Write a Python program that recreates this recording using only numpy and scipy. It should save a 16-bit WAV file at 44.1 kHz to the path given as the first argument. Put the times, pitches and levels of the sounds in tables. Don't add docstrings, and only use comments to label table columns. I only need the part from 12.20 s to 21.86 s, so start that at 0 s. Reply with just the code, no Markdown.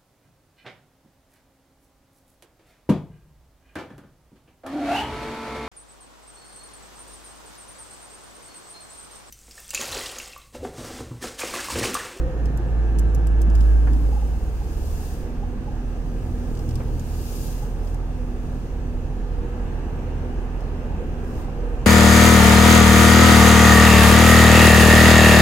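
import sys
import numpy as np
from scipy import signal
from scipy.fft import rfft, irfft, next_fast_len
from scipy.io import wavfile
from scipy.ndimage import uniform_filter1d, map_coordinates

SR = 44100
rng = np.random.default_rng(int(sys.argv[2]) if len(sys.argv) > 2 else 0)


def digitize_waveform(pressure):
    field = np.atleast_2d(pressure).T
    bounded = np.clip(field, -1, 1)
    quanta = np.round(bounded * 32767).astype(np.int16)
    wavfile.write(sys.argv[1], SR, quanta)


N = 426006

# t/s, f/Hz
ENGINE_RATE = [(0, 59.88), (.95, 55), (1.42, 54.7), (1.9, 45.63), (2.15, 38.1), (2.6, 37.1), (3.1, 40.7),
               (4, 41.2), (4.6, 39.35), (5.2, 41), (9.66, 40.7)]

LIFT_OFF_S, LIFT_OFF_TAKES_S = 1.47, 0.82
IDLE_FROM_S, IDLE_HZ = 3.15, 40.4
HUNT_FROM_S, HUNT_PERIOD_S, HUNT_CREST_S = 4.7, 1.25, 8.3
HUNT_HZ, HUNT_DB = 0.48, 2
FIRING_DB, IDLE_GAIN_DB, OVERTONE_DB, BELT_DB, BELT_OFF_DB = -32, 3.4, -34.5, -53.5, -19
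COAST_S, COAST_HALF_S, COAST_DB = 2, 0.14, -5
STRAIN_SAG = 0.68

DRONE_HZ, DRONE_PEAK_DB, DRONE_NEAREST_S = 54.6, -13, 1.596
DRONE_RISE_DB_PER_S, DRONE_FALL_DB_PER_S = 8.5, 21

STROKE_SHAPE = 1.64
TICK_T60_S = 0.038

RUMBLE_DB, RUMBLE_DB_PER_HZ = -33, 0.21
ROAR_DB, ROAR_DB_PER_HZ = -41, 0.14
SPRAY_DB, SPRAY_DB_PER_HZ = -51, 0.11
WASH_START_S, WASH_RISE_S = 7.06, 0.34
WASH_RUMBLE_DB, WASH_ROAR_DB, WASH_SPRAY_DB = 1.2, 3.5, 3.6

TOP_HZ = 15800


def amp(db):
    return 10 ** (np.asarray(db) / 20)


def unit(x):
    return x / np.sqrt(np.mean(x ** 2) + 1e-20)


def clock():
    return np.arange(N) / SR


def age_since(s):
    return np.maximum(clock() - s, 0)


def along(points, hz):
    f, v = np.transpose(points)
    return np.interp(np.log(hz + 1), np.log(f + 1), v)


def engine_rate_hz():
    t, hz = np.transpose(ENGINE_RATE)
    return np.interp(clock(), t, hz)


def ramp(s, length):
    return np.clip((clock() - s) / length, 0, 1)


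def swell(s, half):
    return np.exp(-np.minimum(((clock() - s) / half) ** 2, 60))


def wobble(rate):
    knots = rng.standard_normal(int(N * rate / SR) + 4)
    coarse = clock()[::64]
    return np.interp(clock(), coarse, map_coordinates(knots, [coarse * rate]))


def wavering(hz, rate, stray):
    return np.sqrt(2) * np.sin(2 * np.pi * hz * clock() + stray * wobble(rate))


def filtered(x, response):
    m = next_fast_len(N + SR // 2)
    return irfft(rfft(x, m) * response(np.fft.rfftfreq(m, 1 / SR)), m)[..., :N]


def pan(left_db):
    return amp([[left_db / 2], [-left_db / 2]])


def rush(spectrum, patchy_db):
    # f/Hz, correlation
    likeness = [(60, 0.87), (200, 0.94), (380, 0.93), (700, 0.79), (1290, 0.16), (2380, 0.19),
                (4400, -0.25), (8000, 0.026)]
    z = signal.stft(rng.standard_normal((2, N)), nperseg=1024)[2]
    field = uniform_filter1d(rng.standard_normal(z.shape[1:]), size=5, axis=0)
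    field = uniform_filter1d(field, size=8, axis=1)
    pair = signal.istft(z * amp(patchy_db * unit(field)), nperseg=1024)[1][:, :N]

    def mid_side_response(hz):
        turn = np.arccos(np.clip(along(likeness, hz), -1, 1)) / 2
        skirt = 1 / (1 + (hz / spectrum[-1][0] / 2) ** 2)
        return amp(along(spectrum, hz)) * skirt * [np.cos(turn), np.sin(turn)]

    mid, side = filtered(pair, mid_side_response)
    return unit(np.array([mid + side, mid - side]))


def strain_db():
    # t/s, lift/dB, half length/s
    steers = [(2.896, 0.5, 0.27), (4.495, 3, 0.37)]
    return sum(db * swell(s, half) for s, db, half in steers)


def boom_db(hz):
    # f/Hz, half width/Hz, lift/dB
    booms = [(76.28, 5.77, 9.5), (244.4, 4.8, 6.5), (297, 14, 7), (325, 14, 4.5), (479, 13, 5.5),
             (1610, 84, 9)]
    return sum(db / (1 + ((hz - centre) / width) ** 2) for centre, width, db in booms)


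def engine():
    # multiple of engine rate, level/dB
    overtones = [(.5, -7.5), (2, -7.5), (3, -9.5), (4, -27), (5, -24.5), (6, -15), (7, -43.5), (8, -28),
                 (9, -23), (12, -24.5)]
    # multiple of engine rate, level/dB
    belt = [(21.4, -9.5), (23.9, -10.5), (26.2, -14), (28.65, -11), (31, -6.5)]
    idling = ramp(IDLE_FROM_S, length=0.069)
    hunt = np.cos(2 * np.pi * (clock() - HUNT_CREST_S) / HUNT_PERIOD_S)
    hunt = ramp(HUNT_FROM_S, length=0.16) * hunt
    rate_hz = engine_rate_hz() + HUNT_HZ * hunt
    angle = 2 * np.pi * np.cumsum(rate_hz) / SR

    firing_db = FIRING_DB + IDLE_GAIN_DB * idling + HUNT_DB * hunt - STRAIN_SAG * strain_db()
    overtone_db = OVERTONE_DB + strain_db() + COAST_DB * swell(COAST_S, COAST_HALF_S)
    belt_db = BELT_DB + BELT_OFF_DB * ramp(LIFT_OFF_S, LIFT_OFF_TAKES_S)

    def order(k, rough, pace):
        tone = np.sqrt(2) * np.sin(k * angle + rough * wobble(pace))
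        return tone * amp(9.9 * rough * wobble(pace))

    def stack(rows, rough, pace):
        return sum(amp(db + boom_db(k * rate_hz)) * order(k, rough, pace) for k, db in rows)

    firing = amp(firing_db) * order(0.99, rough=0.086, pace=10)
    upper = amp(overtone_db) * stack(overtones, rough=0.26, pace=10)
    upper += amp(belt_db) * stack(belt, rough=0.19, pace=28)
    return firing * pan(left_db=-4.0) + upper * pan(left_db=-1.6)


def machinery():
    # f/Hz, level/dB
    pumps = [(55, -38), (148, -45.5), (729, -58), (1220, -66.5), (1592, -66), (1707, -67.5)]
    # t/s, level/dB, f/Hz, half length/s
    moan_rows = [(7.277, -41.5, 478, 0.29), (9.538, -41, 472, 0.22)]
    past_s = clock() - DRONE_NEAREST_S
    swell_db = np.minimum(DRONE_RISE_DB_PER_S * past_s, -DRONE_FALL_DB_PER_S * past_s)
    drone = amp(DRONE_PEAK_DB + swell_db) * wavering(DRONE_HZ, rate=7, stray=0.034)
    hum = sum(amp(db) * wavering(hz, rate=12, stray=1.25) for hz, db in pumps)
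    moans = sum(amp(db) * swell(s, half) * wavering(hz, rate=10, stray=0.16)
                for s, db, hz, half in moan_rows)
    return (drone + hum + moans) * pan(left_db=-1.7)


def stroke(s, rise, fall):
    away = np.maximum((s - clock()) / rise, (clock() - s) / fall)
    return np.exp(-np.minimum(np.abs(away), 10) ** STROKE_SHAPE)


def palm_slides():
    # t at the fastest/s, level before trims/dB, rise/s, fall/s
    strokes = [(1.42, -52.5, 0.1, 0.18), (1.88, -53, 0.37, 0.68), (2.85, -46.5, 0.43, 0.19),
               (4.5, -54, 0.8, 0.34), (5.2, -42, 0.35, 0.25), (5.69, -53.5, 0.095, .07),
               (6.4, -59.5, 0.65, 0.22), (9.2, -53.5, 0.17, 0.066)]
    # f/Hz, density/dB
    palm = [(1500, -32), (2700, 1), (3200, -2.5), (4200, -2), (5020, 3), (5550, 0), (6700, 3.5),
            (7700, -2.5), (8450, 2.5), (10600, -7.5), (12400, -6), (14000, -4.5), (16000, -4.5)]
    # f/Hz, density/dB
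    sheen = [(6000, -30), (11000, -8.5), (12400, -4), (14000, -10), (16000, -12)]
    power = sum((amp(db) * stroke(s, rise, fall)) ** 2 for s, db, rise, fall in strokes)
    slide_db = 10 * np.log10(power) + .6 * wobble(90)
    rub = amp(slide_db - 2.0) * rush(palm, patchy_db=1.0)
    return rub + amp(1.407 * slide_db + 12.5) * rush(sheen, patchy_db=.5)


def finger_ticks():
    # t/s, level before trim/dB, brightness 0-1
    ticks = [(.256, -37.5, .25), (.373, -39, 0.9), (0.786, -32.5, 0.5), (0.793, -33.5, 1),
             (.9475, -35, .85), (1.07, -35, 0.8), (1.216, -33, 0.7), (1.3005, -43, 0.4),
             (1.352, -34.5, .45), (1.408, -37, .2), (1.732, -39, .2), (4.351, -42, .1), (4.372, -40, 0),
             (4.3914, -40, .25), (4.4896, -36.5, 0.5), (4.5087, -39, 0), (4.555, -34, 0.4),
             (4.7955, -36.5, .75), (5.673, -44, .05), (5.7443, -42.5, .95), (8.4063, -46, .2)]
    # f/Hz, density/dB
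    finger = [(1500, -25), (2900, 5), (4200, -2), (5000, 8.5), (6700, -2), (9000, -1), (16000, -37)]
    # f/Hz, density/dB
    nail = [(2000, -22), (4300, -11), (6500, 4), (8400, 0), (10500, -2), (12500, 0), (16000, -18)]
    soft, hard = np.zeros((2, N))
    for s, db, bright in ticks:
        age = age_since(s)
        decay = amp(-60 * age / TICK_T60_S) + .07 * amp(-60 * age / .08)
        snap = amp(db - 5) * (1 - np.exp(-age / .0004)) * decay
        share = np.clip(bright, 0, 1)
        soft += snap * np.sqrt(1 - share)
        hard += snap * np.sqrt(share) * (.85 + 1.2 * np.exp(-age / .0012))
    return soft * rush(finger, patchy_db=2.3) + hard * rush(nail, patchy_db=3.5)


def hand():
    return (palm_slides() + finger_ticks()) * pan(left_db=2.5)


def trim_chirps():
    # t/s, level/dB
    chirps = [(1.932, -39), (1.972, -37.5), (2.029, -38.5), (2.42, -42), (3.237, -37.5), (3.486, -39),
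              (5.433, -41), (7.68, -40)]
    bells = sum(amp(db) * swell(s, half=0.0082) for s, db in chirps)
    return bells * wavering(hz=828, rate=100, stray=0.18)


def trim_knocks():
    # t/s, dull panel/dB, plastic clack/dB
    knock_rows = [(1.671, -36, -37), (4.602, -32.5, -51)]
    # f/Hz, density/dB
    panel_shape = [(150, -6), (480, 13.5), (620, -1), (800, 8), (1050, -1), (1230, 3), (1450, -5),
                   (1900, -13), (2600, -8), (5000, -39)]
    # f/Hz, density/dB
    clack_shape = [(600, -27), (1000, 2), (1250, 0), (1800, 4), (2300, -8), (3200, -21)]
    panel = rush(panel_shape, patchy_db=0)
    clack = rush(clack_shape, patchy_db=0)
    knocks = np.zeros((2, N))
    for s, panel_db, clack_db in knock_rows:
        age = age_since(s)
        envelope = (1 - np.exp(-age / 0.0011)) * amp(-60 * age / 0.14)
        knocks += envelope * (amp(panel_db) * panel + amp(clack_db) * clack)
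    return knocks


def cabin_tones():
    # t/s, level/dB, centre f/Hz, half length/s
    tones = [(.025, -33.5, 338, 0.019), (0.072, -35, 514, .08), (.247, -38, 145, .35),
             (0.403, -38, 330.5, 0.02), (1.28, -29, 160, 0.015), (1.279, -31, 245, 0.015),
             (1.74, -34, 293, 0.114), (4.605, -30.5, 122, 0.16)]
    return sum(amp(db) * swell(s, half) * wavering(hz, rate=55, stray=0.78)
               for s, db, hz, half in tones)


def cabin_noise():
    # f/Hz, density/dB
    rumble_shape = [(15, -6.5), (28, 1.5), (45, 0), (65, 0), (100, -6.5), (150, -8), (200, -9),
                    (280, -12.5), (450, -33.5)]
    # f/Hz, density/dB
    roar_shape = [(130, -8.5), (230, -2.5), (320, 2.5), (385, 0.5), (440, 2), (510, 0), (570, -5.5),
                  (690, -8), (770, -5), (900, -8), (1100, -31.5), (1800, -40.5)]
    # f/Hz, density/dB
    spray_shape = [(500, -14.5), (950, 1.5), (1230, 0), (1420, -2.5), (1650, -1), (1900, -7), (2250, -10.5),
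                   (2700, -6.5), (3500, -19.5), (5000, -36), (15000, -44)]
    # f/Hz, density/dB
    hiss_shape = [(2000, -2.5), (4000, -0.5), (5300, -2), (6300, 0.5), (7500, -6), (8500, -4.5),
                  (10500, -11.5), (12500, -7.5), (16000, -12.5)]
    above_idle_hz = engine_rate_hz() - IDLE_HZ
    jets = ramp(WASH_START_S, WASH_RISE_S)
    rumble_db = RUMBLE_DB + RUMBLE_DB_PER_HZ * above_idle_hz + WASH_RUMBLE_DB * jets + strain_db()
    roar_db = ROAR_DB + ROAR_DB_PER_HZ * above_idle_hz + WASH_ROAR_DB * jets
    spray_db = SPRAY_DB + SPRAY_DB_PER_HZ * above_idle_hz + WASH_SPRAY_DB * jets
    noise = amp(rumble_db) * rush(rumble_shape, patchy_db=1.5)
    noise += amp(roar_db) * rush(roar_shape, patchy_db=1.48)
    noise += amp(spray_db) * rush(spray_shape, patchy_db=1)
    hiss = amp(-58.0) * rush(hiss_shape, patchy_db=2.0)
    return noise * pan(left_db=-1.2) + hiss * pan(left_db=.5)


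def scene():
    trim = trim_chirps() + trim_knocks()
    return engine() + machinery() + hand() + trim + cabin_tones() + cabin_noise()


def record(dry):
    # f/Hz, lead/rad
    lead = [(25, 0.1), (55, 0.51), (115, 0.27), (170, 0.28), (480, 0.29), (780, 0.55), (1200, -0.15),
            (1650, -1.4), (2600, -0.18), (4000, 0.19)]

    def response(hz):
        ports = np.exp(.5j * along(lead, hz) * np.array([[1], [-1]]))
        return (hz < TOP_HZ) * ports

    return filtered(dry, response)


dry = scene()
out = record(dry)
digitize_waveform(out)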